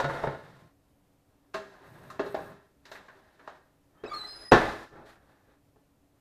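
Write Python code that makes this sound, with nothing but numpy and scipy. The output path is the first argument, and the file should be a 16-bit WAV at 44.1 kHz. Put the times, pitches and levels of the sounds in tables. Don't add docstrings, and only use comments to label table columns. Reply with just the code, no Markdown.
import sys
import numpy as np
from scipy import signal
from scipy.io import wavfile
from scipy.ndimage import uniform_filter1d

SR = 44100
rng = np.random.default_rng(int(sys.argv[2]) if len(sys.argv) > 2 else 0)


def generate_wav(signal):
    frames = np.transpose(np.atleast_2d(signal))
    scaled = np.clip(frames, -1, 1) * 32767
    pcm = np.round(scaled).astype(np.int16)
    wavfile.write(sys.argv[1], SR, pcm)


N = 273464

# (time [s], clatter level [dB], brightness [dB/octave], ring over clatter [dB],
# favoured pitch [Hz], its boost [dB], ring length [factor on the modes' t60])
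RACK_BLOWS = [(0, -23.5, 4.5, -4.5, 666, 15.5, 0.27), (.042, -25.5, 0.5, -4, 147.5, 6, 2.1),
              (.098, -32, -3, -2, 1450, 20, 0.13), (0.2366, -24.5, -2.5, -6, 676, 9.5, 0.87),
              (0.271, -27, -4.5, -2.5, 146, -8, 0.61)]
DISH_BLOWS = [(1.541, -34.5, 4.5, -7.5, 1130, 1.8, 0.81), (1.545, -45, .3, 12.5, 600, 3, .9),
              (2.101, -48, 10.5, 3, 1120, 18.3, 0.32), (2.194, -28, 0.5, 0.5, 400, 12, 0.24),
              (2.261, -44, 4.5, 3.5, 410, 20, 1.5), (2.3445, -29, 1, -5, 550, 19.8, 0.18),
              (2.46, -58, -5.5, 5.5, 1490, 15, 1.7), (2.8529, -51, 6.5, -12.5, 4260, 4.1, 0.33),
              (2.915, -43.5, 5.5, -4, 606, 5.5, 0.37), (2.954, -45.5, 5, -17, 1800, 10, 0.29),
              (3.083, -49, 2.5, -13, 1580, 10, 1.6), (3.393, -53, 1.5, -18, 1390, 5.5, 1.2),
              (3.475, -42.5, 2, -0.5, 1000, 7, 0.089)]
DOOR_BLOWS = [(4.036, -38, 0.5, -1, 441, 11.6, 0.69), (4.5185, -9, 0.07, -4.5, 358, 2, .5),
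              (4.954, -52.5, -1, -6, 1580, 3.3, .4), (5.043, -64.5, -4, 11, 540, 22, 0.69),
              (5.155, -58, 0.5, -21, 1636, 4.2, 0.37), (5.225, -64, -6, -4, 1112, 3.4, .27),
              (5.484, -64.5, -2, -10, 1506, 3, 0.27), (5.76, -67.5, -2.5, 5.5, 500, 3, .3),
              (6.165, -76.5, 1, -9, 1105, 7.3, .3)]
# (frequency [Hz], level [dB], t60 [s])
RACK_MODES = [(142.5, -2, 0.27), (554, -6, 0.28), (698, 2, 0.081), (903, -4.5, .15), (1054, -14.5, 0.79),
              (1450, -1.5, 0.15), (2180, -8, 0.052), (3790, -15.5, 0.14)]
DISH_MODES = [(199, -10, .32), (394, -5, .35), (407, -5, .4), (470, -16, .15), (570, -16, .2),
              (641, -2, .36), (765, -15, .2), (878, -14, .2), (1071, -2, .19), (1222, -5, .21),
              (1345, -13, .35), (1650, -10, .2), (1720, -13, .35), (1868, -11, .4), (2681, -14, .15),
              (3850, -22, .2), (4200, -22, .12)]
DOOR_MODES = [(54, -7, .45), (113, -10, .35), (147, -7, .35), (250, -8, .3), (340, -1, .4), (424, -1, .38),
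              (558, -7, .3), (648, -7, .4), (727, -7, .45), (854, -3, .35), (1084, -8, .4), (1222, -6, .35),
              (1357, -5, .35), (1585, -8, .3), (1752, -9, .95), (2632, -12, .15), (3838, -22, .35)]
# (frequency [Hz], level [dB])
MIC_COLOUR = [(25, -34), (60, -14.5), (180, -9), (400, -3), (750, -3), (1140, -7.5), (1740, -7),
              (2300, -18.5), (3100, -23.5), (3900, -22), (4400, -26.5), (5200, -31), (7000, -37),
              (9500, -40.5), (14000, -47)]
PIVOT_HZ = 1000


def amp(db):
    return 10 ** (np.asarray(db) / 20)


def unit_rms(x):
    return x / np.sqrt(np.mean(x ** 2) + 1e-20)


def value_at(points, hz):
    f, value = np.transpose(points)
    return np.interp(np.log(hz + 1), np.log(f + 1), value)


def add(mix, start_s, sound):
    part = mix[round(start_s * SR):][:len(sound)]
    part += sound[:len(part)]


def window(t, start, end, edge_s):
    return np.sin(np.pi / 2 * np.clip(np.minimum(t - start, end - t) / edge_s, 0, 1)) ** 2


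def swells(rows):
    return sum(amp(db) * window(np.arange(N) / SR, start, end, edge_s=0.08) for start, end, db in rows)


def wander(count, hz):
    span = int(SR / hz)
    return unit_rms(uniform_filter1d(uniform_filter1d(rng.standard_normal(count), span), span))


def band_noise(hz, width_hz):
    return unit_rms(signal.lfilter(*signal.iirpeak(hz, hz / width_hz, SR), rng.standard_normal(N)))


def coloured(x, spectrum, tilt_db=0):
    hz, t, frames = signal.stft(x, SR, nperseg=512, noverlap=384)
    tilt = np.interp(t, np.arange(len(x)) / SR, tilt_db * np.ones(len(x)))
    octaves = np.log2(np.maximum(hz, 200) / PIVOT_HZ)[:, None]
    gain = amp(value_at(spectrum, hz)[:, None] + octaves * tilt)
    gain = gain / np.sqrt((gain ** 2).mean(0))
    return signal.istft(frames * gain, SR, nperseg=512, noverlap=384)[1][:len(x)]


def room_tone():
    # (frequency [Hz], level [dB])
    noise_spectrum = [(20, -15), (60, 2), (150, -6), (300, -12.5), (600, -13), (1500, -25), (3000, -29.5),
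                      (6000, -33), (10000, -33.5), (14500, -33)]
    hiss = unit_rms(coloured(rng.standard_normal(N), noise_spectrum))
    hiss *= amp(-68 + 0.54 * wander(N, hz=13))
    hum = amp(-73.5) * band_noise(hz=283, width_hz=8.3)
    return hiss + hum


def kitchen_echo(x):
    # (frequency [Hz], t60 [s])
    decay_times = [(100, 0.5), (300, 0.49), (1000, 0.44), (3000, 0.61), (10000, 0.9)]
    taps, slots = np.zeros(SR), np.arange(200, SR - 20, 20)
    signs = rng.choice([-1., 1.], len(slots))
    taps[slots + rng.integers(0, 20, len(slots))] = signs
    hz, t, frames = signal.stft(taps, SR, nperseg=256)
    decay = amp(-60 * t / value_at(decay_times, hz)[:, None])
    tail = signal.istft(frames * decay, SR, nperseg=256)[1]
    return signal.fftconvolve(x, tail / np.linalg.norm(tail))[:N]


def rack_rumble():
    # (start [s], end [s], level [dB])
    moves = [(.3, .72, -59.5), (1.82, 2.62, -56.5)]
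    return swells(moves) * band_noise(hz=136, width_hz=55)


def foil_fizz(snaps_per_s=3200, above_hz=6500):
    # (start [s], end [s], level [dB])
    jolts = [(1.8, 2.18, -71.5), (2.2, 2.56, -66), (2.86, 3.02, -68)]
    snaps = rng.standard_normal(N) * (rng.random(N) < snaps_per_s / SR)
    snap_sound = rng.standard_normal(600) * np.exp(-np.arange(600) / 120)
    fizz = signal.oaconvolve(snaps, snap_sound)[:N]
    treble = signal.sosfilt(signal.butter(2, above_hz, "high", fs=SR, output="sos"), fizz)
    return swells(jolts) * unit_rms(treble)


def tails_and_slides():
    # (start [s], end [s], first level [dB], last level [dB], tilt [dB/octave])
    slides = [(0, 0.273, -36, -39, 0.93), (.4, 0.704, -61, -64.5, 3.5), (1.28, 1.5, -80, -74, 1.5),
              (1.696, 2.19, -59, -51.5, 1.1), (2.849, 3.297, -61, -59.5, 2.75),
              (3.303, 3.577, -64, -63.5, 3.5), (3.914, 4.064, -71, -60, -0.3), (4.072, 4.485, -54, -53, 4),
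              (4.916, 5.041, -53, -52.5, -2), (5.059, 5.16, -55.5, -57.5, 4),
              (5.207, 5.578, -64.5, -68, 1.7)]
    rise_s, fade_db_per_s = 0.038, 90
    drop_after_s, drop_db_per_s = 0.32, 186.5
    t, parts = np.arange(0, N, 32) / SR, []
    for events, tail_db in (RACK_BLOWS, -13), (DISH_BLOWS, -11), (DOOR_BLOWS, -9.5):
        for start, db, *_ in events:
            age = np.maximum(t - start, 0)
            fade_db = fade_db_per_s * age + drop_db_per_s * np.maximum(age - drop_after_s, 0)
            tilt_db = -1 + 11 * np.minimum(age, drop_after_s)
            parts.append((amp(db + tail_db - fade_db) * np.minimum(age / rise_s, 1), tilt_db))
    surge = amp(2.5 * wander(N, hz=18)[::32])
    for start, end, first_db, last_db, tilt_db in slides:
        level = amp(np.interp(t, [start, end], [first_db, last_db]))
        edges = window(t, start - 0.04, end + 0.04, edge_s=0.08)
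        parts.append((level * edges * surge, tilt_db))
    power = sum(level ** 2 for level, _ in parts) + 1e-20
    tilt = sum(level ** 2 * tilt_db for level, tilt_db in parts) / power
    return [np.interp(np.arange(N) / SR, t, x) for x in (np.sqrt(power), tilt)]


def rattle(lumps_db=1.0, ring_db=-5, dish_from_s=1.1, door_from_s=3.8):
    level, tilt = tails_and_slides()
    drive = unit_rms(rng.standard_normal(N) * amp(lumps_db * wander(N, hz=80)))
    moved = np.digitize(np.arange(N) / SR, [dish_from_s, door_from_s])
    t, ring = np.arange(SR // 4) / SR, np.zeros(N)
    for k, modes in enumerate((RACK_MODES, DISH_MODES, DOOR_MODES)):
        body = sum(amp(db - 60 * t / t60) * np.sin(2 * np.pi * hz * t) for hz, db, t60 in modes)
        ring += signal.oaconvolve(drive * (moved == k), body / np.linalg.norm(body))[:N]
    return level * unit_rms(coloured(drive, MIC_COLOUR, tilt) + amp(ring_db) * ring)


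def hinge_squeaks(waver_hz=25, throb_db=3.8, third_harmonic_db=-33):
    # (start [s], end [s], first pitch [Hz], last pitch [Hz], level [dB], octave over tone [dB])
    squeaks = [(3.945, 4.0, 1290, 1300, -66, -30), (3.97, 4.04, 3100, 3250, -72, -30),
               (4.05, 4.08, 2500, 2640, -46, -8), (4.068, 4.097, 3780, 3850, -52, -14),
               (4.08, 4.17, 2310, 2190, -53, -20), (4.085, 4.15, 4600, 4660, -57, -20),
               (4.095, 4.15, 3440, 3400, -53, -10), (4.105, 4.19, 1205, 1240, -38, -30),
               (4.125, 4.168, 5430, 5470, -58, -25), (4.13, 4.205, 4255, 4320, -41, -24),
               (4.135, 4.185, 7380, 7340, -62, -30), (4.178, 4.295, 4030, 4075, -40, -24),
               (4.18, 4.295, 1240, 1225, -53, -25), (4.22, 4.275, 1970, 1975, -53, -25),
               (4.265, 4.355, 5030, 5065, -48.5, -21), (4.27, 4.36, 4150, 4200, -48, -21),
               (4.285, 4.46, 4060, 4100, -57, -25), (4.345, 4.516, 5030, 5050, -49, -13),
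               (4.44, 4.512, 1905, 1925, -55, -25)]
    out = np.zeros(N)
    for start, end, first_hz, last_hz, db, octave_db in squeaks:
        count = int((end - start) * SR)
        waver = waver_hz * wander(SR // 4, hz=250)[:count]
        throb = throb_db * wander(SR // 4, hz=130)[:count]
        phase = 2 * np.pi * np.cumsum(np.linspace(first_hz, last_hz, count) + waver) / SR
        overtones = amp(octave_db) * np.sin(2 * phase) + amp(third_harmonic_db) * np.sin(3 * phase)
        edges = window(np.arange(count) / SR, 0, end - start, edge_s=0.016)
        add(out, start, amp(db + throb) * (np.sin(phase) + overtones) * edges)
    return out


def blows(events, modes, clatter_t60_s, spot_octaves):
    graze_s, graze_db = 0.0036, -22.5
    rise_s, blunt_hz, blunt_db = 0.0007, 8000, 10
    out, t = np.zeros(N), np.arange(SR * 2 // 3) / SR
    mode_hz, mode_db, mode_t60 = np.transpose(modes)
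    band_hz, band_db = np.transpose(MIC_COLOUR)
    band_db = band_db - blunt_db * (band_hz > blunt_hz)
    attack = 1 - np.exp(-t / rise_s)
    for start, db, tilt_db, ring_db, spot_hz, spot_db, ring_length in events:
        favour_db = lambda hz: spot_db * np.exp(-(np.log2(hz / spot_hz) / spot_octaves) ** 2)
        scatter_db = rng.standard_normal(len(modes))
        sign = rng.choice([-1, 1], len(modes))
        struck_db = mode_db + scatter_db + favour_db(mode_hz) + tilt_db * np.log2(mode_hz / PIVOT_HZ)
        fade_db = 60 * t[:, None] / (ring_length * mode_t60)
        ring = (sign * amp(struck_db - fade_db) * np.sin(2 * np.pi * mode_hz * t[:, None])).sum(1)
        ring /= np.sqrt(np.mean(ring[:800] ** 2))
        spectrum = np.transpose([band_hz, band_db + favour_db(band_hz)])
        clatter = coloured(rng.standard_normal(len(t)), spectrum, tilt_db) * amp(-60 * t / clatter_t60_s)
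        add(out, max(start - graze_s, 0), amp(db + graze_db) * clatter)
        add(out, start, amp(db) * (clatter + amp(ring_db) * ring) * attack)
    return out


def scene():
    rack = blows(RACK_BLOWS, RACK_MODES, clatter_t60_s=0.11, spot_octaves=0.82)
    dish = blows(DISH_BLOWS, DISH_MODES, clatter_t60_s=0.2, spot_octaves=0.6)
    door = blows(DOOR_BLOWS, DOOR_MODES, clatter_t60_s=0.21, spot_octaves=0.51)
    struck = rack + dish + door
    hinge = hinge_squeaks()
    echo = kitchen_echo(amp(-8) * struck + amp(-13) * hinge)
    return (struck + hinge + echo + rattle() + rack_rumble() + foil_fizz() + room_tone())[None]


def record(dry):
    clipped = np.clip(dry, -0.72, 0.72)
    lowpass = signal.firwin(511, 14600, window=("kaiser", 9), fs=SR)
    return signal.oaconvolve(clipped, lowpass[None], "same")


dry = scene()
out = record(dry)
generate_wav(out)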